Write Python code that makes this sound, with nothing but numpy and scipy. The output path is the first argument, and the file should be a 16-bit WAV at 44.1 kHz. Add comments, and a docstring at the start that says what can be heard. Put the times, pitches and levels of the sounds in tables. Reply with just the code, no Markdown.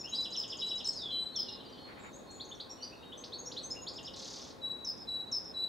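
"""A great tit sings its two-note song in bare branches: a low held note in turn with a high falling one.
A finch nearby trills, slurs and buzzes; a far tit answers amid distant chatter.
Each voice is a near-sine whistle, heard directly and through scatter from the woods; the two near birds
also echo off trunks and walls. Three soft puffs of air pass, and machine hums and town rumble
lie under it all."""
import sys
import numpy as np
from scipy import signal
from scipy.fft import rfft, irfft
from scipy.io import wavfile

SR = 44100
rng = np.random.default_rng(int(sys.argv[2]) if len(sys.argv) > 2 else 0)


def transcribe(u):
    """Save the signal u as a 16-bit wav file named by the first command-line argument.

    u: samples, shape (n,) or (channels, n), limited to [-1, 1]; the rate is SR.
    q: integer samples, one column per channel.
    """
    v = np.clip(np.atleast_2d(u).T, -1, 1)
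    q = np.round(v * 32767).astype(np.int16)
    wavfile.write(sys.argv[1], SR, q)


N = 250488
GLIDE_BEND, HOOK_BEND = 0.69, 1.8   # the larger the bend, the earlier the pitch moves


def tit_held_notes():
    """The great tit's low note: a clean whistle that settles on its pitch and dips briefly in level."""
    # Each row: start and length in seconds, entry and held pitch in Hz, level in dB,
    # time of the dip within the note in seconds, its depth in dB.
    notes = [(.105, 0.17, 3765, 3958, -35.5, 0.14, 5), (0.592, 0.17, 3850, 3920, -35.5, 0.11, 9),
             (1.095, 0.19, 4026, 3988, -37, 0.15, 16), (4.602, 0.1576, 3960, 3913, -39.5, 0.137, 9),
             (5.063, .17, 4018, 3920, -35, 0.12, 11), (5.529, 0.16, 3990, 3950, -37.5, 0.076, 2)]
    attack_s, release_s, settle_s, dip_width_s = .05, .023, .02, .011
    out, waver_hz = np.zeros(N), 18 * drift(45)
    for start, length, entry_hz, held_hz, db, dip_s, depth_db in notes:
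        t = np.arange(0, length, 1 / SR)
        ramp = np.clip(np.minimum(t / attack_s, (length - t) / release_s), 0, 1)
        fade = np.sin(np.pi / 2 * ramp) ** 2
        dip_db = depth_db * np.exp(-((t - dip_s) / dip_width_s) ** 2)
        hz = held_hz + (entry_hz - held_hz) * np.exp(-t / settle_s)
        hz += np.interp((start + t) * SR, np.arange(N), waver_hz)
        add_tone(out, start, hz, fade * amp(db - dip_db), overtones_db=(-34.5, -37))
    return out * amp(2.2 * drift(30))


def tit_falling_notes():
    """The great tit's high note: a whistle that drops steeply, then sags, fluttering in pitch and level."""
    # Each row: start in seconds, the pitch it sags through in Hz, level in dB.
    notes = [(-.008, 5314, -44.5), (0.363, 5232, -36.5), (.844, 5230, -35.5), (1.358, 5203, -34.5),
             (4.846, 5178, -35.5), (5.315, 5295, -33)]
    length_s, attack_s, sag = .076, .003, .02
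    out, flutter_hz = np.zeros(N), 80 * drift(150)
    for start, to_hz, db in notes:
        hz, swell = slur(length_s, from_hz=6850, to_hz=to_hz, bend=19, edge=.35)
        hz *= np.linspace(1 + sag, 1 - sag, len(hz))
        hz += flutter_hz[round(abs(start) * SR):][:len(hz)]
        onset = np.minimum(np.arange(len(hz)) / (attack_s * SR), 1)
        add_tone(out, start, hz, swell * onset * amp(db), overtones_db=(-37, -33))
    return out * (1 + .55 * drift(120))


def finch_song():
    """Trill syllables, held whistles and quick slurs; a fast tremble makes them slightly hoarse."""
    # The trill. Each row: a syllable's start in seconds, level in dB.
    trill = [(0.206, -42.5), (0.304, -41.5), (0.39, -41), (0.478, -40), (0.569, -39), (0.663, -41.5),
             (0.754, -42), (3.936, -45.5), (4.028, -43)]
    # A syllable's three strokes. Each row: delay and length in seconds, first and last pitch in Hz,
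    # bend, relative level in dB.
    syllable = [(0., .007, 8260, 5870, 1.0, -11), (0.016, .026, 4540, 5560, 1, -3),
                (0.039, .022, 4200, 2750, 1.0, -2)]
    # Held whistles. Each row: start and length in seconds, pitch in Hz, level in dB.
    held = [(0., .019, 7020, -54.5), (2.024, .063, 7050, -64.5), (2.308, .1, 7010, -61),
            (2.694, .04, 5670, -48.5), (2.769, 0.1, 2980, -63.5), (2.806, 0.056, 5810, -53.5),
            (3.173, 0.022, 6195, -51), (3.199, 0.021, 6530, -57.5), (3.383, 0.028, 6530, -46.5),
            (3.454, 0.025, 6650, -50), (3.631, 0.038, 6330, -47), (3.703, 0.025, 5226, -39),
            (3.816, 0.017, 6880, -48), (3.957, 0.015, 6640, -64), (4.042, .012, 6600, -62)]
    # Nearly even glides. Each row: start and length in seconds, first and last pitch in Hz, level in dB.
    glides = [(.033, 0.06, 2556, 3270, -52), (.07, 0.019, 2860, 3500, -55),
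              (.085, 0.029, 6270, 6890, -51.5), (.125, 0.025, 2520, 3930, -48.5),
              (.147, 0.018, 4200, 5330, -38), (.858, 0.031, 6360, 7580, -52.5),
              (.93, .0074, 7350, 6000, -47), (.951, 0.045, 5580, 4530, -42.5),
              (1.194, 0.023, 8600, 8030, -64), (1.226, 0.014, 8600, 7580, -58),
              (2.304, 0.015, 5680, 8350, -57.5), (2.397, 0.024, 3060, 4660, -43),
              (2.511, 0.019, 3010, 3780, -44.5), (2.547, .009, 6550, 5270, -59),
              (2.598, 0.015, 2980, 4950, -41), (2.822, 0.025, 4210, 4990, -41.5),
              (3.022, 0.025, 2650, 3180, -58), (3.119, 0.022, 2870, 3680, -47.5),
              (3.236, .012, 2160, 6230, -44.5), (3.452, .041, 5280, 5850, -47.5),
              (3.514, 0.015, 2450, 5430, -46), (3.746, 0.0065, 3500, 1770, -62),
              (3.865, 0.03, 2930, 5500, -41.5), (4.135, 0.014, 6110, 2950, -48)]
    # Hooks glide early and level off. 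Rows as for the glides.
    hooks = [(.849, 0.052, 8570, 7900, -55.5), (.979, .21, 4067, 3037, -43.5),
             (1.984, .061, 6880, 7880, -67.5), (2.125, 0.055, 6060, 6890, -58),
             (2.132, 0.037, 7100, 7950, -68), (2.444, 0.015, 5570, 6840, -56),
             (2.488, 0.015, 6250, 6750, -53), (2.697, 0.036, 6970, 7450, -62.5),
             (2.918, 0.026, 2320, 2830, -57.5), (3.174, 0.021, 8300, 7500, -63),
             (3.32, .035, 3030, 4710, -42.5), (3.562, 0.033, 2870, 4510, -41),
             (3.617, 0.043, 7830, 8220, -61.5), (3.7, 0.026, 6570, 6900, -52),
             (3.759, 0.024, 2440, 2920, -52)]
    scoop = .03   # a held whistle starts this share below its pitch
    strokes = [(start + delay, *shape, db + relative_db)
               for start, db in trill for delay, *shape, relative_db in syllable]
    strokes += [(start, length, hz * (1 - scoop), hz, HOOK_BEND, db) for start, length, hz, db in held]
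    strokes += [(*glide, GLIDE_BEND, db) for *glide, db in glides]
    strokes += [(*hook, HOOK_BEND, db) for *hook, db in hooks]
    hoarseness = 1 + .16 * drift(220)
    return whistles(strokes, edge=.78, waver_hz=66.8, overtones_db=(-34,)) * hoarseness


def finch_buzz():
    """A rapid train of falling two-voiced strokes, roughened into a rasp that fades towards its end."""
    # A stroke's two voices. Each row: delay and length in seconds, first and last pitch in Hz,
    # bend, relative level in dB.
    voices = [(0., .016, 7320, 3080, 0.773, 3), (0.011, 0.016, 6680, 3560, 0.47, -5.5)]
    fade_s, fade_db = (4.161, 4.35, 4.51), (-49, -49.5, -57.5)
    strokes_per_s, jitter_s = 35.7, .00045
    strokes = []
    for beat in np.arange(fade_s[0], fade_s[-1], 1 / strokes_per_s):
        db = np.interp(beat, fade_s, fade_db)
        for delay, *shape, relative_db in voices:
            strokes.append((beat + delay + rng.normal(0, jitter_s), *shape, db + relative_db))
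    rasp = .7 + .5 * drift(900)
    return whistles(strokes, edge=.5, waver_hz=150) * rasp


def far_birds():
    """A distant tit whistles level notes on two pitches while other birds chatter; both flicker."""
    # The far tit. Each row: start in seconds, pitch in Hz, level in dB.
    notes = [(.83, 4280, -54.5), (1.305, 4270, -56.5), (1.775, 4285, -59.5), (1.99, 3770, -66.5),
             (2.255, 4285, -61), (2.765, 4300, -62), (2.985, 3760, -65.5)]
    # The chatter. Each row: start and length in seconds, first and last pitch in Hz, level in dB.
    chirps = [(1.35, 0.042, 3716, 2986, -45), (1.373, 0.029, 3180, 3310, -56),
              (1.401, .042, 4290, 3460, -51), (1.456, 0.054, 3115, 2760, -55),
              (1.482, .015, 4710, 3370, -46.5), (1.53, 0.018, 3950, 3890, -52),
              (1.596, 0.023, 3410, 2944, -53.5), (1.601, .025, 4060, 3870, -57),
              (1.649, 0.024, 4910, 4500, -55.5), (1.69, .022, 5800, 5650, -68),
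              (1.725, 0.014, 5000, 4420, -52.5), (1.743, 0.0132, 4590, 3200, -58),
              (1.644, 0.203, 3180, 3040, -65), (1.763, 0.04, 3470, 3310, -62),
              (1.89, 0.027, 4590, 4400, -62.5)]
    note_s = .14
    answer = whistles([(start, note_s, hz, hz, 0, db) for start, hz, db in notes], edge=.4, waver_hz=12)
    chatter = whistles([(*chirp, GLIDE_BEND, db) for *chirp, db in chirps], edge=.6, waver_hz=35)
    return (answer + chatter) * amp(3 * drift(35))


def whistles(strokes, edge, waver_hz, overtones_db=()):
    """Whistles each stroke (start, length, first pitch, last pitch, bend, level) with a waver."""
    out, waver = np.zeros(N), waver_hz * drift(118)
    for start, *shape, db in strokes:
        hz, swell = slur(*shape, edge)
        hz += waver[round(start * SR):][:len(hz)]
        add_tone(out, start, hz, swell * amp(db), overtones_db)
    return out


def slur(length, from_hz, to_hz, bend, edge):
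    """Pitch curve and swell of one stroke; a smaller edge starts and stops it more abruptly."""
    progress = np.arange(round(length * SR)) / (length * SR)
    bend = max(bend, .01)
    hz = from_hz + (to_hz - from_hz) * np.expm1(-bend * progress) / np.expm1(-bend)
    return hz, np.sin(np.pi * progress) ** edge


def add_tone(out, start, hz, gain, overtones_db=()):
    """Mixes in a sine from pitch and rms gain per sample, with overtones from the second harmonic up."""
    phase = 2 * np.pi * (np.cumsum(hz) / SR + rng.random())
    wave = np.sin(phase) + sum(amp(db) * np.sin(k * phase) for k, db in enumerate(overtones_db, 2))
    at = round(start * SR) + np.arange(len(hz))
    inside = (at >= 0) & (at < N)
    out[at[inside]] += (np.sqrt(2) * gain * wave)[inside]


def woods(voice, echoes, scatter_db, t60_s, likeness, pan_db):
    """Direct sound, single echoes off trunks and walls, and a dying tail of scatter."""
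    t = np.arange(SR) / SR
    build_up = np.minimum(t / .0079, 1)
    tail = stereo(*rng.standard_normal((2, SR)), likeness) * build_up * amp(-60 * t / t60_s)
    response = amp(scatter_db) * tail / np.sqrt(np.sum(tail ** 2) / 2)
    for delay, db, tilt_db in echoes:
        response[:, round(delay * SR)] += amp([db + tilt_db / 2, db - tilt_db / 2])
    dulling = signal.butter(2, 14100, fs=SR, output="sos")   # bark and air dull what is thrown back
    response = signal.sosfilt(dulling, response)
    response[:, 0] = 1   # the direct sound
    pan = amp([[pan_db / 2], [-pan_db / 2]])
    return pan * signal.fftconvolve(voice[None], response, axes=1)[:, :N]


def air_puffs():
    """Soft bursts of mid-band air noise, like wing beats."""
    # Each row: start and length in seconds, level in dB.
    puffs = [(1.855, 0.11, -53), (1.949, 0.08, -53), (2.014, 0.1, -51.5)]
    envelope = np.zeros(N)
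    for start, length, db in puffs:
        size = round(length * SR)
        envelope[round(start * SR):][:size] = amp(db) * np.sqrt(np.hanning(size))
    band = signal.butter(3, (910, 2430), "band", fs=SR, output="sos")
    return envelope * rms_one(signal.sosfilt(band, rng.standard_normal((2, N))))


def machine_hums():
    """Thin machine tones, hums blurred into narrow noise, and a rising drone that swells and fades."""
    # Thin tones. Each row: pitch in Hz, level in dB.
    thin = [(527.6, -69), (839.8, -71.5), (2525, -80.5)]
    # Blurred hums. Each row: pitch and width in Hz, level in dB.
    blurred = [(250, 23, -64.5), (1074, 29, -70)]
    drone_hz, rise_hz_per_s, drone_width_hz = 505.5, 45, 22
    peak_db, peak_s, swell_s = -59, 3.65, .78
    out = np.zeros(N)
    for hz, db in thin:
        add_tone(out, 0, hz + 2 * drift(3.1), amp(db + 2 * drift(4)))
    for hz, width_hz, db in blurred:
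        add_tone(out, 0, np.full(N, hz), amp(db) * drift(width_hz))
    from_peak_s = np.arange(N) / SR - peak_s
    swell = amp(peak_db) * np.exp(-(from_peak_s / swell_s) ** 2)
    rising_hz = drone_hz + rise_hz_per_s * from_peak_s
    add_tone(out, 0, rising_hz, swell * drift(drone_width_hz), overtones_db=(-12,))
    return out


def town_rumble():
    """A wide, smooth noise bed of far traffic and air; the lows swell gently under steady highs."""
    # The bed's colour. Each row: frequency in Hz, relative spectral density in dB.
    spectrum = [(18, -29), (30, -4), (301, 2), (423, 1.5), (880, -5), (1880, -15.5), (2200, -19),
                (2790, -21.5), (3010, -25), (3260, -20.5), (3720, -13), (4710, -25.5), (5960, -30),
                (12100, -35), (15700, -37.5)]
    # Its stereo image. Each row: frequency in Hz, left-right likeness from 0 to 1.
    image = [(30, .14), (70, 0.49), (300, 0.31), (1000, 0.15), (3000, 0.15), (7000, 1), (12000, .35)]
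    # The swell of the lows. Each row: time in seconds, gain in dB.
    swell = [(0, -51.5), (2.3, -51.5), (2.7, -53), (3.85, -50), (4.248, -51.5), (5.68, -51.5)]
    split_hz, highs_db = 1200, -51
    colour = amp(over_frequency(spectrum))
    mid, side = rfft(rng.standard_normal((2, N)))
    bed = rms_one(irfft(colour * stereo(mid, side, over_frequency(image)), N))
    lows = signal.sosfilt(signal.butter(1, split_hz, fs=SR, output="sos"), bed)
    lows_db = np.interp(np.arange(N) / SR, *np.transpose(swell))
    pan = amp([[.4], [-.4]])
    return pan * (amp(lows_db) * lows + amp(highs_db) * (bed - lows))


def over_frequency(points):
    """Joins (Hz, value) points along a log-frequency axis, giving one value per FFT bin."""
    hz, values = np.transpose(points)
    bins_hz = np.maximum(np.arange(N // 2 + 1) * SR / N, 1)
    return np.interp(np.log(bins_hz), np.log(hz), values)


def stereo(mid, side, likeness):
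    """Blends two noises into left and right: unrelated at likeness 0, the same at 1."""
    return np.sqrt(1 + likeness) * mid + np.sqrt(1 - likeness) * side * [[1], [-1]]


def drift(rate_hz):
    """A smooth random wander of rms about 1: noise passed twice through a one-pole low-pass."""
    pole = np.exp(-2 * np.pi * rate_hz / SR)
    wander = signal.lfilter([1], [1, -2 * pole, pole * pole], rng.standard_normal(N + SR))
    return rms_one(wander)[SR:]


def rms_one(x):
    """Scales to rms 1."""
    return x / np.sqrt(np.mean(x ** 2) + 1e-20)


def amp(db):
    """Turns dB into gain."""
    return 10 ** (np.asarray(db) / 20)


def scene():
    """The singers in their places among the trees, over the sound of the town."""
    # Each near bird's echoes. Each row: delay in seconds, level in dB, left minus right in dB.
    tit_echoes = [(.003, -18, 9), (.008, -13, -1), (0.015, -24.5, 10.5), (0.021, -27, 2.5), (0.13, -13, -1)]
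    finch_echoes = [(.007, -2, 0.77), (.016, -11, -1), (.021, -13, -1.0)]
    tit = tit_held_notes() + tit_falling_notes()
    birds = woods(tit, tit_echoes, scatter_db=-7, t60_s=.42, likeness=.72, pan_db=1)
    finch = finch_song() + finch_buzz()
    birds += woods(finch, finch_echoes, scatter_db=-1.17, t60_s=.4, likeness=.83, pan_db=.7)
    birds += woods(far_birds(), [], scatter_db=0, t60_s=.88, likeness=.85, pan_db=.6)
    return birds + air_puffs() + town_rumble() + machine_hums()


def record(dry):
    """Cuts the deepest bass gently and the very top steeply."""
    low_cut = signal.butter(2, 40, "high", fs=SR, output="sos")
    high_cut = signal.ellip(12, .5, 70, 15750, fs=SR, output="sos")
    return signal.sosfilt(high_cut, signal.sosfilt(low_cut, dry))


dry = scene()
out = record(dry)
transcribe(out)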